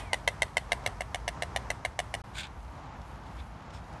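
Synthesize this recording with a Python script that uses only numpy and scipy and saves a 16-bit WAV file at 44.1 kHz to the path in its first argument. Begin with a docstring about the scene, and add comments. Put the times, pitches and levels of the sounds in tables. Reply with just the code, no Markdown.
"""Stork bill clatter

A stork claps its bill about seven times a second: the hollow mandibles ring, rebound and meet again,
and the ground mirrors each clap. A distant bird whistles once over low outdoor rumble and air.
After a brief dropout the air is quieter, with short swishes and ticks as the stork picks at its feed."""
import sys
import numpy as np
from scipy import signal
from scipy.fft import rfft, irfft
from scipy.io import wavfile
from scipy.ndimage import uniform_filter1d

SR = 44100
rng = np.random.default_rng(int(sys.argv[2]) if len(sys.argv) > 2 else 0)


def file_out(sig):
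    """Save sig as 16-bit WAV at sys.argv[1]."""
    # one column per channel
    cols = np.atleast_2d(sig).T
    # limit, then scale
    lim = np.clip(cols, -1, 1)
    pcm = np.round(lim * 32767).astype(np.int16)
    wavfile.write(sys.argv[1], SR, pcm)


N = 176400

# Noise spectra, shape only: f/Hz, level/dB
RUMBLE_SPECTRUM = [(20, -33), (35, -15), (48, 15.5), (60, 17), (72, 7), (100, -6.5), (200, -36.5)]
BUFFET_SPECTRUM = [(30, -10), (60, 17), (95, 13), (140, -3.5), (300, -41)]
CLATTER_AIR_SPECTRUM = [(100, 3.5), (160, -6), (300, -14.5), (500, -16), (900, -9.5), (1400, -17.5),
                        (2200, -25.5), (3500, -35.5), (6000, -34.5), (9000, -48), (12000, -64)]
FEEDING_AIR_SPECTRUM = [(100, 0), (190, -7.5), (280, -12), (430, -18), (700, -12), (850, -9), (1150, -14),
                        (1800, -21.5), (3500, -32.5), (7000, -40), (9500, -61), (11500, -68), (13000, -70)]
TICK_SPECTRUM = [(1000, -10), (3000, 7), (5000, 3), (8000, -3), (12000, -21)]
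SWISH_SPECTRUM = [(700, -38), (1250, -9), (1570, 5.5), (1900, -7.5), (2370, 3), (2850, -3), (3500, 2.5),
                  (4300, -6), (5000, -11), (5500, -15), (7000, -7.5), (8900, -8), (10300, -24),
                  (11700, -17)]
SQUEAK_SPECTRUM = [(3000, -50), (4900, -14), (5350, -4), (5800, -20), (9000, -50)]
TAIL_SPECTRUM = [(200, -2), (700, 9.5), (1400, 0), (2050, 8), (2500, -5), (3200, 1), (4800, -10),
                 (6200, -14.5), (8500, -7), (12000, -16)]
CRACK_SPECTRUM = [(300, -17.5), (1000, -6), (2000, -2), (3500, 4), (4800, -1.5), (6500, 0), (9000, 1.5),
                  (12000, -7)]
# Wind buffets: t/s, width/s, level/dB
WIND_BUFFETS = [(2.98, 0.034, -45), (3.43, 0.023, -43.5), (3.78, 0.026, -45)]
# Bird note contour: t/s, f/Hz, level/dB
WHISTLE_CONTOUR = [(.01, 2520, -50), (.045, 2460, -56), (0.079, 2300, -53), (.125, 2040, -49)]
# Clear ticks of feed and grit: t/s, level/dB re TICK_DB
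FEED_TICKS = [(0.842, -46), (1.349, -45.5), (2.4695, -39), (3.017, -44), (3.705, -51), (3.929, -45),
              (3.936, -46)]
# Feeding swishes: t/s, rise/s, fall/s, level/dB, treble/dB, squeak/dB
FEED_SWISHES = [(2.385, 0.019, 0.025, -38.5, -3, -30), (2.442, 0.021, 0.019, -45.5, -14, -30),
                (3.268, 0.014, 0.015, -62.5, -4, -20), (3.392, 0.013, 0.02, -53.5, -32, -30),
                (3.755, 0.019, 0.024, -59, 3, -5)]
# Bill modes at pitch BILL_HZ: f/Hz, relative level/dB, T60/s
BILL_MODES = [(490, -22, 0.0016), (756, 1, .014), (1060, -26, 0.0025), (1760, 6, 0.0024), (2027, -8, .020),
              (2084, -7.5, 0.023), (2854, -8.5, 0.0099), (3100, -15.5, .018), (3690, -9, 0.0083),
              (4414, -20, 0.021), (5400, -22.5, 0.017), (6070, -18, 0.018), (8350, -17, .010),
              (9340, -18, 0.0068)]
# Claps: t/s, level/dB re CLAP_DB, pitch/Hz, treble/dB, rebound delay/s, rebound/dB, ground echo lag/s
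BILL_CLAPS = [(-.0200, 4, 2100, 2, 0.011, -10, .00195), (.1314, 0.5, 2106, -0.5, .0102, -7, .00203),
              (0.2762, 1.1, 2090, 0, 0.0085, -7, 0.0019), (0.42, 1, 2105, 0, 0.0091, -6.5, .00190),
              (.5688, 0.5, 2105, 0, 0.0096, -6.5, 0.0019), (.7190, 0, 2113, 1, 0.01, -7, 0.0018),
              (.8620, -1.5, 2087, 0, 0.011, -9, 0.0018), (1.0068, -7, 2084, -1, .0109, -7, .00180),
              (1.1453, -5, 2135, -0.5, 0.011, -9.5, 0.0017), (1.2785, -4, 2093, 0, .0085, -4.5, .00179),
              (1.4220, -3.5, 2056, -0.5, .0100, -7.5, 0.0018), (1.5611, -3.5, 2080, 1, 0.009, -9, 0.0017),
              (1.7026, -4, 2035, 0.5, .0099, -8, .00186), (1.8496, -5, 2140, -2, 0.008, -6, .00178),
              (1.9904, -3, 2146, 0, 0.0098, -5, 0.0017), (2.1399, -5.5, 2110, 0.5, .0087, -5.5, 0.0017)]

RUMBLE_DB, CLATTER_AIR_DB, FEEDING_AIR_DB = -48, -44, -47
TICK_DB, GRIT_PER_S = -6, 18
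CLAP_DB, GROUND_DB = -13.5, -3
BILL_HZ, CONTACT_S, MODE_SPREAD_DB = 2080, 0.001201, 1.0
CRACK_DB, CRACK_RISE_S, CRACK_FALL_S = -14, 0.00091, 0.002
REBOUND_TREBLE_DB, REBOUND_PITCH_RATIO = -1, 0.95
DROPOUT_S = (2.218, 2.239)


def undb(db):
    """Decibels to gain."""
    return 10 ** (np.asarray(db) / 20)


def noise(spectrum, size):
    """Unit-rms noise shaped by (f/Hz, level/dB) points."""
    hz, db = np.array(spectrum, float).T
    bin_hz = np.maximum(np.arange(size // 2 + 1) * SR / size, 1)
    gain = undb(np.interp(np.log(bin_hz), np.log(hz), db))
    shaped = irfft(rfft(rng.standard_normal(size)) * gain, size)
    return shaped / shaped.std()


def butter(x, kind, hz, order=2):
    """Butterworth high- or low-pass."""
    return signal.sosfilt(signal.butter(order, hz, kind, fs=SR, output="sos"), x)


def drift(rate_hz):
    """Smooth random drift, spread near 1."""
    hold = int(SR / rate_hz)
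    steps = np.repeat(rng.standard_normal(N // hold + 1), hold)
    return uniform_filter1d(steps, hold)[:N]


def decay(t, t60_s):
    """Exponential fall, 60 dB in t60_s."""
    return np.exp(-np.log(1000) * t / t60_s)


def add(out, start_s, sound):
    """Mix sound into out at start_s, cut to fit."""
    i = int(round(start_s * SR))
    part = sound[max(-i, 0):max(len(out) - i, 0)]
    out[max(i, 0):max(i, 0) + len(part)] += part


def rumble(swell_db=2.96):
    """Wavering low rumble with a few soft wind buffets."""
    t = np.arange(N) / SR
    buffets = sum(undb(db) * np.exp(-.5 * ((t - at_s) / width_s) ** 2)
                  for at_s, width_s, db in WIND_BUFFETS)
    bed = noise(RUMBLE_SPECTRUM, N) * undb(RUMBLE_DB + swell_db * drift(6.33))
    return bed + buffets * noise(BUFFET_SPECTRUM, N)


def air(spectrum, level_db, swell_db=0.53, flicker_db=2):
    """Outdoor air: two noise layers, common swell, independent flicker."""
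    layers = sum(butter(noise(spectrum, N), "high", hz=78.7) * undb(flicker_db * drift(12))
                 for _ in range(2))
    return undb(level_db + swell_db * drift(2.94)) * layers / layers.std()


def whistle():
    """Distant bird: one falling note with slight pitch jitter."""
    t = np.arange(N) / SR
    at_s, hz, db = np.array(WHISTLE_CONTOUR).T
    pitch_hz = np.interp(t, at_s, hz) * (1 + .013 * drift(198))
    envelope = undb(np.interp(t, at_s, db, left=-200, right=-200))
    return envelope * np.sin(2 * np.pi * np.cumsum(pitch_hz) / SR)


def ticks(fall_s=0.0017, grit_floor_db=-55, grit_range_db=7):
    """Feed and grit: a few clear ticks among many tiny random ones."""
    t, out = np.arange(SR // 20) / SR, np.zeros(N)
    draws = rng.random((int(GRIT_PER_S * N / SR), 2))
    grit = [(when * N / SR, grit_floor_db + grit_range_db * strength) for when, strength in draws]
    for start_s, db in FEED_TICKS + grit:
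        add(out, start_s, undb(TICK_DB + db) * noise(TICK_SPECTRUM, len(t)) * np.exp(-t / fall_s))
    return out


def swishes(grain_db=2.6):
    """The stork picks at its feed: short grainy swishes with a thin squeak."""
    t, out = np.arange(N) / SR, np.zeros(N)
    rub = noise(SWISH_SPECTRUM, N) * undb(grain_db * drift(220))
    squeak = noise(SQUEAK_SPECTRUM, N)
    bright = butter(rub, "high", hz=5040, order=4)
    dull = butter(rub, "low", hz=5000, order=4)
    for at_s, rise_s, fall_s, db, treble_db, squeak_db in FEED_SWISHES:
        width_s = np.where(t < at_s, rise_s, fall_s)
        swell = np.exp(-.5 * ((t - at_s) / width_s) ** 2)
        out += undb(db) * swell * (dull + undb(treble_db) * bright + undb(squeak_db) * squeak)
    return out


def far_tail(gain_db=-33, rise_s=0.0047):
    """Faint diffuse return of a clap from trees and fences, as decaying noise."""
    t = np.arange(SR // 2) / SR
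    envelope = np.minimum(t / rise_s, 1) * decay(t, t60_s=0.39)
    return undb(gain_db) * envelope * noise(TAIL_SPECTRUM, len(t))


def near_scatter(scatter_db=-12):
    """Impulse response: direct path plus short scatter off gravel and nearby things."""
    t = np.arange(SR // 10) / SR
    response = rng.standard_normal(len(t)) * decay(t, t60_s=0.063)
    response *= undb(scatter_db) / np.linalg.norm(response)
    response[0] = 1
    return response


def bill_contact(pitch_hz, treble_db):
    """The mandibles meet: their horny edges crack, the hollow bill rings."""
    t = np.arange(N // 100) / SR
    hz, db, t60_s = np.array(BILL_MODES).T[:, :, None]
    tilt_db = treble_db * np.log2(hz / BILL_HZ) / 2
    gain = undb(db + tilt_db + MODE_SPREAD_DB * rng.standard_normal(hz.shape))
    mode_hz = hz * pitch_hz / BILL_HZ
    modes = gain * decay(t, t60_s) * np.sin(2 * np.pi * mode_hz * (t - CONTACT_S))
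    ring = modes.sum(0) * np.minimum(t / CONTACT_S, 1)
    burst = np.minimum(t / CRACK_RISE_S, 1) * np.exp(-np.maximum(t - CRACK_RISE_S, 0) / CRACK_FALL_S)
    crack = undb(CRACK_DB + treble_db) * burst * noise(CRACK_SPECTRUM, len(t))
    return ring + crack


def clatter():
    """Each clap: a contact and a softer, lower rebound, both mirrored by the ground."""
    out = np.zeros(N)
    for start_s, db, pitch_hz, treble_db, rebound_s, rebound_db, ground_lag_s in BILL_CLAPS:
        clap = np.zeros(SR // 10)
        add(clap, 0, bill_contact(pitch_hz, treble_db))
        rebound = bill_contact(pitch_hz * REBOUND_PITCH_RATIO, treble_db + REBOUND_TREBLE_DB)
        add(clap, rebound_s, undb(rebound_db) * rebound)
        add(clap, ground_lag_s, undb(GROUND_DB) * clap)
        near = signal.fftconvolve(butter(clap, "high", hz=340), near_scatter())
        gain = undb(CLAP_DB + db)
        add(out, start_s, gain * near)
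        add(out, start_s, gain * far_tail())
    return out


def scene():
    """Clatter, brief dropout, feeding; rumble and ticks under both parts. Mono."""
    t = np.arange(N) / SR
    background = rumble() + ticks()
    before = uniform_filter1d(1. * (t < DROPOUT_S[0]), size=90)  # 2 ms ramps
    after = uniform_filter1d(1. * (t > DROPOUT_S[1]), size=90)
    clattering = clatter() + whistle() + air(CLATTER_AIR_SPECTRUM, CLATTER_AIR_DB) + background
    feeding = swishes() + air(FEEDING_AIR_SPECTRUM, FEEDING_AIR_DB) + background
    return (before * clattering + after * feeding)[None]


def record(dry):
    """Steep elliptic low-pass."""
    cutoff_hz = 11750
    return signal.sosfilt(signal.ellip(8, .2, 70, cutoff_hz, fs=SR, output="sos"), dry)


dry = scene()
out = record(dry)
file_out(out)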